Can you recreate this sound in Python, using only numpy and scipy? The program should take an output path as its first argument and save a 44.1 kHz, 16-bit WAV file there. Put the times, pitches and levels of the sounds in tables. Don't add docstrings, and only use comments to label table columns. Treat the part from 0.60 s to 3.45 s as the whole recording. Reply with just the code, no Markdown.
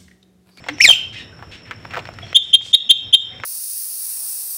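import sys
import numpy as np
from scipy import signal
from scipy.io import wavfile
from scipy.ndimage import uniform_filter1d

SR = 44100
rng = np.random.default_rng(int(sys.argv[2]) if len(sys.argv) > 2 else 0)


def ratio(d):
    e = np.asarray(d, float) / 20
    return 10 ** e


def pcm_store(signal):
    levels = np.round(np.clip(np.atleast_2d(signal), -1, 1) * 32767)
    wavfile.write(sys.argv[1], SR, levels.astype(np.int16).T)


N = 125685
T = np.arange(N) / SR

# time_s, pitch_hz, fundamental_db, octave_db, double_octave_db
CALL_STRETCHES = [
    [(.2, 1785, -25, -54, -60), (.206, 1970, -8.5, -45, -33), (.211, 2330, -1.5, -38.5, -56.5),
     (.214, 2610, -11, -24, -59), (.222, 2684, -41, -9, -31.5), (.233, 2734, -30, -22.5, -41),
     (.241, 2606, -8, -4.5, -34), (.25, 2280, -2.5, -19, -29), (.259, 2023, -2.5, -7.5, -26)],
    [(.259, 2031, -1, -17.5, -28), (.264, 1965, -24, -7, -28), (.27, 1903, -25.5, -39.5, -23.5),
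     (.278, 1812, -21, -5, -15), (.286, 1698, -29, -21, -27.5), (.29, 1601, -45, -5.5, -33),
     (.316, 1522, -50, -7.5, -25.5), (.319, 1462, -57.5, -21, -42), (.336, 1304, -68.5, -12.5, -58)],
]
# start_s, length_s, low_voice_hz, high_voice_hz, high_over_low_db
CHIRP_NOTES = [
    (1.744, .033, 3226, 3495, 0),
    (1.928, 0.031, 3244, 3550, -5.5),
    (2.128, 0.028, 3297, 3637, 4),
    (2.29, 0.03, 3232, 3532, -1.5),
    (2.525, 0.03, 3206, 3521, -1),
]


def unit(x):
    return x / np.sqrt(np.mean(x ** 2))


def band(x, hz, width, times=1):
    for _ in range(times):
        x = signal.lfilter(*signal.iirpeak(hz, hz / width, fs=SR), x)
    return x


def filtered(x, order, hz, kind="low"):
    return signal.sosfilt(signal.butter(order, hz, kind, fs=SR, output="sos"), x)


def walk(rate):
    k = int(SR / rate)
    held = np.repeat(rng.standard_normal(N // k + 1), k)
    return 1.4 * uniform_filter1d(uniform_filter1d(held, k), k)[:N]


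def grains(shape, scatter_db):
    return unit(rng.standard_normal(shape) * ratio(scatter_db * rng.exponential(size=shape)))


def tone(hz):
    return 2 * np.pi * np.cumsum(hz) / SR


def swell(start, length):
    return np.sin(np.pi * np.clip((T - start) / length, 0, 1) ** 0.38)


def traffic():
    hum_hz, hum_width_hz = 102.2, 34.3
    # time_s, level_db
    swells = [(0.0, -44), (0.05, -55.5), (0.26, -34), (0.4, -49), (0.61, -41), (0.71, -47.5), (0.94, -41.5),
              (0.98, -57), (1.08, -41.5), (1.71, -41.5), (1.75, -54), (2.1, -50.5), (2.16, -68),
              (2.37, -64.5), (2.48, -41.5), (2.56, -59.5), (2.81, -45.5), (2.85, -61)]
    level_db = np.interp(T, *np.array(swells).T) + 1.5 * walk(15)
    return unit(band(rng.standard_normal(N), hum_hz, hum_width_hz)) * ratio(level_db)


def air():
    air_db, hiss_db = -46.5, -70
    # pitch_hz, density_db
    spectrum = [(25, -13), (110, 2.5), (300, -2.5), (1150, -13.5), (2600, -7.5), (4600, -68), (7500, -60),
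                (8800, -85), (15000, -57)]
    hz_points, db_points = np.array(spectrum).T
    out, slow = 0, walk(1.0)
    for hz in 30 * 2 ** np.arange(0, 9.1, .5):
        db = np.interp(np.log(hz), np.log(hz_points), db_points) + 0.73 * slow + 1.5 * walk(4.7)
        out = out + ratio(db) * band(rng.standard_normal(N), hz, hz / 2, 2)
    hiss = unit(band(rng.standard_normal(N), 7400., 1800., 3))
    return unit(out) * ratio(air_db) + ratio(hiss_db + 2.5 * walk(6)) * hiss


def insect():
    insect_hz, width_hz, insect_db, octave_db = 5386, 100, -52.5, -31.5
    buzz = band(rng.standard_normal(N), insect_hz, 2 * width_hz, 2)
    octave = unit(band(buzz ** 2, 2 * insect_hz, 500.))
    return (unit(buzz) + ratio(octave_db) * octave) * ratio(insect_db + 1.46 * walk(40.1))


def far_birds():
    roughness, pitch_waver = .7, .028
    # start_s, length_s, from_hz, to_hz, level_db
    whistles = [(0.089, 0.17, 270, 441, -43), (0.13, 0.021, 5550, 5420, -41.5),
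                (0.182, 0.026, 5810, 5600, -35.5), (.53, 0.044, 1664, 1620, -49),
                (0.531, 0.046, 3300, 3220, -41), (0.336, 0.082, 1515, 1476, -47.5),
                (0.531, 0.072, 3890, 3910, -43.5), (0.54, 0.048, 1990, 2010, -44.5),
                (0.545, 0.073, 2845, 2816, -40), (0.549, .09, 2536, 2580, -43.5),
                (0.581, 0.055, 1872, 1886, -43.5), (0.593, 0.042, 3740, 3730, -42),
                (0.598, 0.039, 2830, 2866, -42.5), (0.72, 0.023, 1580, 1510, -45),
                (1.616, 0.073, 3333, 3320, -43), (1.623, 0.053, 700, 670, -49),
                (1.961, .014, 2800, 2050, -27), (1.679, .02, 4250, 4250, -46),
                (1.695, 0.016, 687, 670, -35.5), (1.615, 0.022, 2200, 2200, -45.5),
                (1.63, 0.028, 5700, 5490, -53), (1.674, 0.075, 5550, 5270, -51.5),
                (2.138, 0.093, 1918, 2004, -46), (2.716, 0.026, 2075, 2100, -44),
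                (2.647, 0.03, 945, 940, -53), (2.65, 0.068, 555.6, 565, -52.5),
                (2.698, 0.076, 760, 740, -53), (2.736, 0.043, 538, 550, -47)]
    out = 0
    for start, length, from_hz, to_hz, db in whistles:
        glide = from_hz + (to_hz - from_hz) * np.clip((T - start) / length, 0, 1)
        hz = glide * (1 + pitch_waver * walk(250))
        hoarse = 1 + roughness * walk(min(250, from_hz / 8))
        out = out + swell(start, length) * ratio(db) * hoarse * np.sin(tone(hz))
    return out


def yard(x):
    tail_db, tail_t60_s, treble_t60_s = -14.5, 0.43, 0.29
    early_db, early_t60_s, gap_s = -11.5, 0.073, .004
    u = T[:SR + SR // 2]

    def fade(t60):
        return ratio(-60 * u / t60) * (u > gap_s)

    noise = rng.standard_normal(len(u))
    soft = filtered(noise, 2, 4500)
    tail = soft * fade(tail_t60_s) + (noise - soft) * fade(treble_t60_s)
    early = grains(len(u), 4.1) * fade(early_t60_s)
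    echoes = ratio(tail_db) * tail / np.linalg.norm(tail)
    echoes += ratio(early_db) * early / np.linalg.norm(early)
    return signal.fftconvolve(x, echoes)[:N]


def rustles():
    scatter_db, airy_db = 1.8, -32
    # start_s, length_s, level_db, centre_hz
    brushes = [(0.053, 0.28, -45.5, 2480), (0.526, 0.15, -38, 2800), (0.79, 0.032, -45.5, 1220),
               (0.913, 0.12, -39.5, 2600), (1.051, 0.15, -45.5, 2000), (1.299, 0.16, -39.5, 1620),
               (1.446, 0.17, -51, 1530), (1.6, 0.6, -45, 2480), (2.044, .15, -45, 4970),
               (1.818, 0.12, -44.5, 4440), (2.017, 0.2, -37.5, 4000), (2.657, 0.99, -48.5, 1930)]
    out = np.zeros(N)
    for start, length, db, hz in brushes:
        g = grains(N, scatter_db)
        body = unit(band(g, hz, 1.2 * hz, 3)) + ratio(airy_db) * g
        out += swell(start, length) * ratio(db + 1.5 * walk(60)) * body
    return out


def ticks():
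    scatter_db, ring_width, wide_db, top_db, low_cut_hz = 4.5, .7, -1, -24, 420
    # start_s, peak_db, ring_hz, length_s
    claws = [(0.039, -25.5, 2070, 0.0047), (0.063, -26.5, 810, 0.0046), (0.085, -6.5, 1810, 0.006),
             (0.092, -18, 1950, 0.0038), (0.183, -19.5, 2100, 0.0029), (0.789, -30.5, 824, 0.0036),
             (0.824, -22, 802, 0.0062), (1.109, -15, 1510, 0.007), (1.249, -17.5, 1070, 0.0032),
             (1.306, -24, 2130, 0.016), (1.335, -12, 1520, 0.01), (1.344, -19, 1300, 0.0046),
             (1.364, -9.5, 1270, 0.0085), (1.372, -13.5, 620, 0.01), (1.39, -17.5, 2170, 0.0062),
             (1.453, -19, 1800, 0.003), (1.488, -18, 696, 0.0017), (1.537, -29, 3960, 0.004),
             (1.586, -18, 1500, 0.004), (1.471, -23.5, 1950, 0.005), (1.666, -27, 2170, 0.0043),
             (1.728, -15, 1900, 0.0019), (2.011, -20.5, 2040, 0.0039), (2.061, -24.5, 2430, 0.0036),
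             (2.799, -21, 1840, 0.0035), (2.835, -9, 1315, 0.0067)]
    # start_s, peak_db, ring_hz, length_s
    knocks = [
        (0.283, -9.5, 710, 0.0037),
        (0.3, -7.5, 716, 0.0012),
    ]
    hits = claws + knocks
    out, u = np.zeros(N + 2000), np.arange(2000) / SR
    click = 6 * (abs(u - .0012) < .5 / SR)
    for (start, db, hz, length), g in zip(hits, grains((len(hits), 2000), scatter_db)):
        hit = (g + click) * np.exp(-u / max(length, 1e-3)) * np.clip(u / .0018, 0, 1)
        ring = unit(band(hit, hz, ring_width * hz, 2))
        ring += ratio(wide_db) * unit(band(hit, 790.0, 2900.0, 3))
        ring += ratio(top_db) * unit(hit)
        at = int(start * SR)
        out[at:at + 2000] += ring * ratio(db) / np.abs(ring).max()
    return filtered(out[:N], 3, low_cut_hz, "high")


def close_mic(small):
    return filtered(small, 6, 8600) + ratio(13) * band(small, 22000.0, 2800.0)


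def gain_control():
    quick_db, quick_s, slow_db, slow_s = -11.5, 0.078, -5.5, 0.13
    ahead_s, call_share = .006, -2 / -11.5
    call_start, call_end = CALL_STRETCHES[0][0][0], CALL_STRETCHES[1][-1][0]
    notes = [(c[0], c[1], 1) for c in CHIRP_NOTES]
    notes.append((call_start, call_end - call_start, call_share))
    drops = []
    for start, length, share in notes:
        after = np.clip(T - start - length, 0, 9)
        back = quick_db * np.exp(-after / quick_s) + slow_db * np.exp(-after / slow_s)
        drops.append(share * np.clip((T - start + ahead_s) / 0.0015, 0, 1) * back)
    return ratio(np.min(drops, axis=0))


def thrown(call):
    throw_hz, leak_db, sway = 2550, -17, .6
    high = filtered(call, 4, throw_hz, "high")
    return (high + ratio(leak_db) * call) * (1 + sway * walk(500))


def chirps():
    chirp_db, rise_share, rise_power, fall_s = -2, 0.54, 1.26, 0.006
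    tail_db, tail_s = -13, 0.0056
    scoop_hz, scoop_s, sag_hz = 450, .004, 60
    step_hz, step_share, step_s = 199, 0.65, .001
    breath_db, bright_s = -30, 0.0064
    mixes = [(2, 0), (1, 1), (0, 2), (2, -1), (-1, 2), (3, 0), (2, 1), (0, 3)]
    mixes_db = [-30, -35, -30, -30.5, -27, -41.5, -55, -41.5]
    out = np.zeros(N)
    breath = unit(band(rng.standard_normal(N), 2850.0, 1200.0, 2))
    waver = [ratio(5.05 * walk(400)) for _ in mixes]
    for start, length, low_hz, high_hz, high_db in CHIRP_NOTES:
        u = T - start
        since, done = np.clip(u, 0, 1), np.clip(u / length, 0, 1)
        rise = np.clip(u / (rise_share * length), 0, 1) ** rise_power
        tail = ratio(tail_db) * np.exp(-np.clip(u - length, 0, 1) / tail_s)
        env = rise * np.maximum(np.clip((length - u) / fall_s, 0, 1), tail)
        scoop = scoop_hz * np.exp(-since / scoop_s) + sag_hz * done ** 4
        step = step_hz / (1 + np.exp(-np.clip((u - step_share * length) / step_s, -30, 30)))
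        low = tone((low_hz - scoop) * (1 + 0.0064 * walk(400)))
        high = tone((high_hz + step - scoop) * (1 + 0.0064 * walk(400)))
        wave = ratio(1.5 * walk(200) - high_db / 2) * np.sin(low)
        wave += ratio(1.5 * walk(200) + high_db / 2) * np.sin(high)
        mixed = sum(ratio(db) * w * np.sin(a * low + b * high)
                    for (a, b), db, w in zip(mixes, mixes_db, waver))
        bright = 1 + 2 * np.exp(-since / bright_s)
        out += env * ratio(chirp_db) * (wave + bright * mixed + ratio(breath_db) * breath)
    return out


def voice(rows):
    roughness, jitter, breath_db, roll_hz = .22, .005, -25, 11000
    fade_hz, fade_full_db = 1950, -12
    # multiple, level_db
    overtones = [(3, -24), (5, -31), (6, -38), (7, -44)]
    s, hz, low_db, octave_db, top_db = np.array(rows).T
    pitch = np.interp(T, s, hz)
    phase = tone(pitch * (1 + jitter * walk(400)))
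    on = np.clip(np.minimum(T - s[0], s[-1] - T) / 0.0017, 0, 1)
    low, octave, top = (np.sqrt(2) * on * ratio(np.interp(T, s, d)) for d in (low_db, octave_db, top_db))
    out = low * np.sin(phase) + top * np.sin(4 * phase)
    out += octave * np.sin(2 * phase) * (1 + roughness * walk(500))
    fade_db = fade_full_db * np.clip((fade_hz - pitch) / 150, 0, 1)
    for k, db in overtones:
        level = np.maximum(low, octave) * ratio(db + fade_db + 1.5 * walk(150))
        out += level * np.sin(k * phase) / (1 + (k * pitch / roll_hz) ** 4)
    breath = unit(band(rng.standard_normal(N), 3400.0, 3300.0))
    return out + ratio(breath_db) * (low + octave) * breath


def arched_call():
    # time_s, pitch_hz, fundamental_db, octave_db, double_octave_db
    other_side = [
        (.212, 2724, -41, -38, -67),
        (.217, 2850, -10, -24, -61),
        (.222, 3035, -28.5, -18, -59),
        (.23, 2860, -37, -21.5, -58),
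        (.238, 2780, -38, -38, -58),
    ]
    return voice(CALL_STRETCHES[0]) + voice(CALL_STRETCHES[1]) + voice(other_side)


def scene():
    call, run, far = arched_call(), chirps(), far_birds()
    small = close_mic(ticks() + rustles())
    sway = 1 + .33 * walk(350)
    sent = ratio(7.5) * thrown(call) + ratio(10.5) * run + ratio(14.0) * far
    wet = yard(sent * sway + ratio(-1.5) * small)
    behind = wet + small + ratio(-6) * far + air() + insect()
    return (call + run + gain_control() * behind + traffic())[None]


def roll_off(x):
    return signal.sosfilt(signal.butter(12, 15730, fs=SR, output="sos"), x)


def record(dry):
    clip, knee, top_hz = 1.0, 9, 15700
    squashed = dry / (1 + np.abs(dry / clip) ** knee) ** (1 / knee)
    x = signal.sosfilt(signal.ellip(8, .2, 70, top_hz, fs=SR, output="sos"), squashed)
    return roll_off(x)


dry = scene()
out = record(dry)
pcm_store(out)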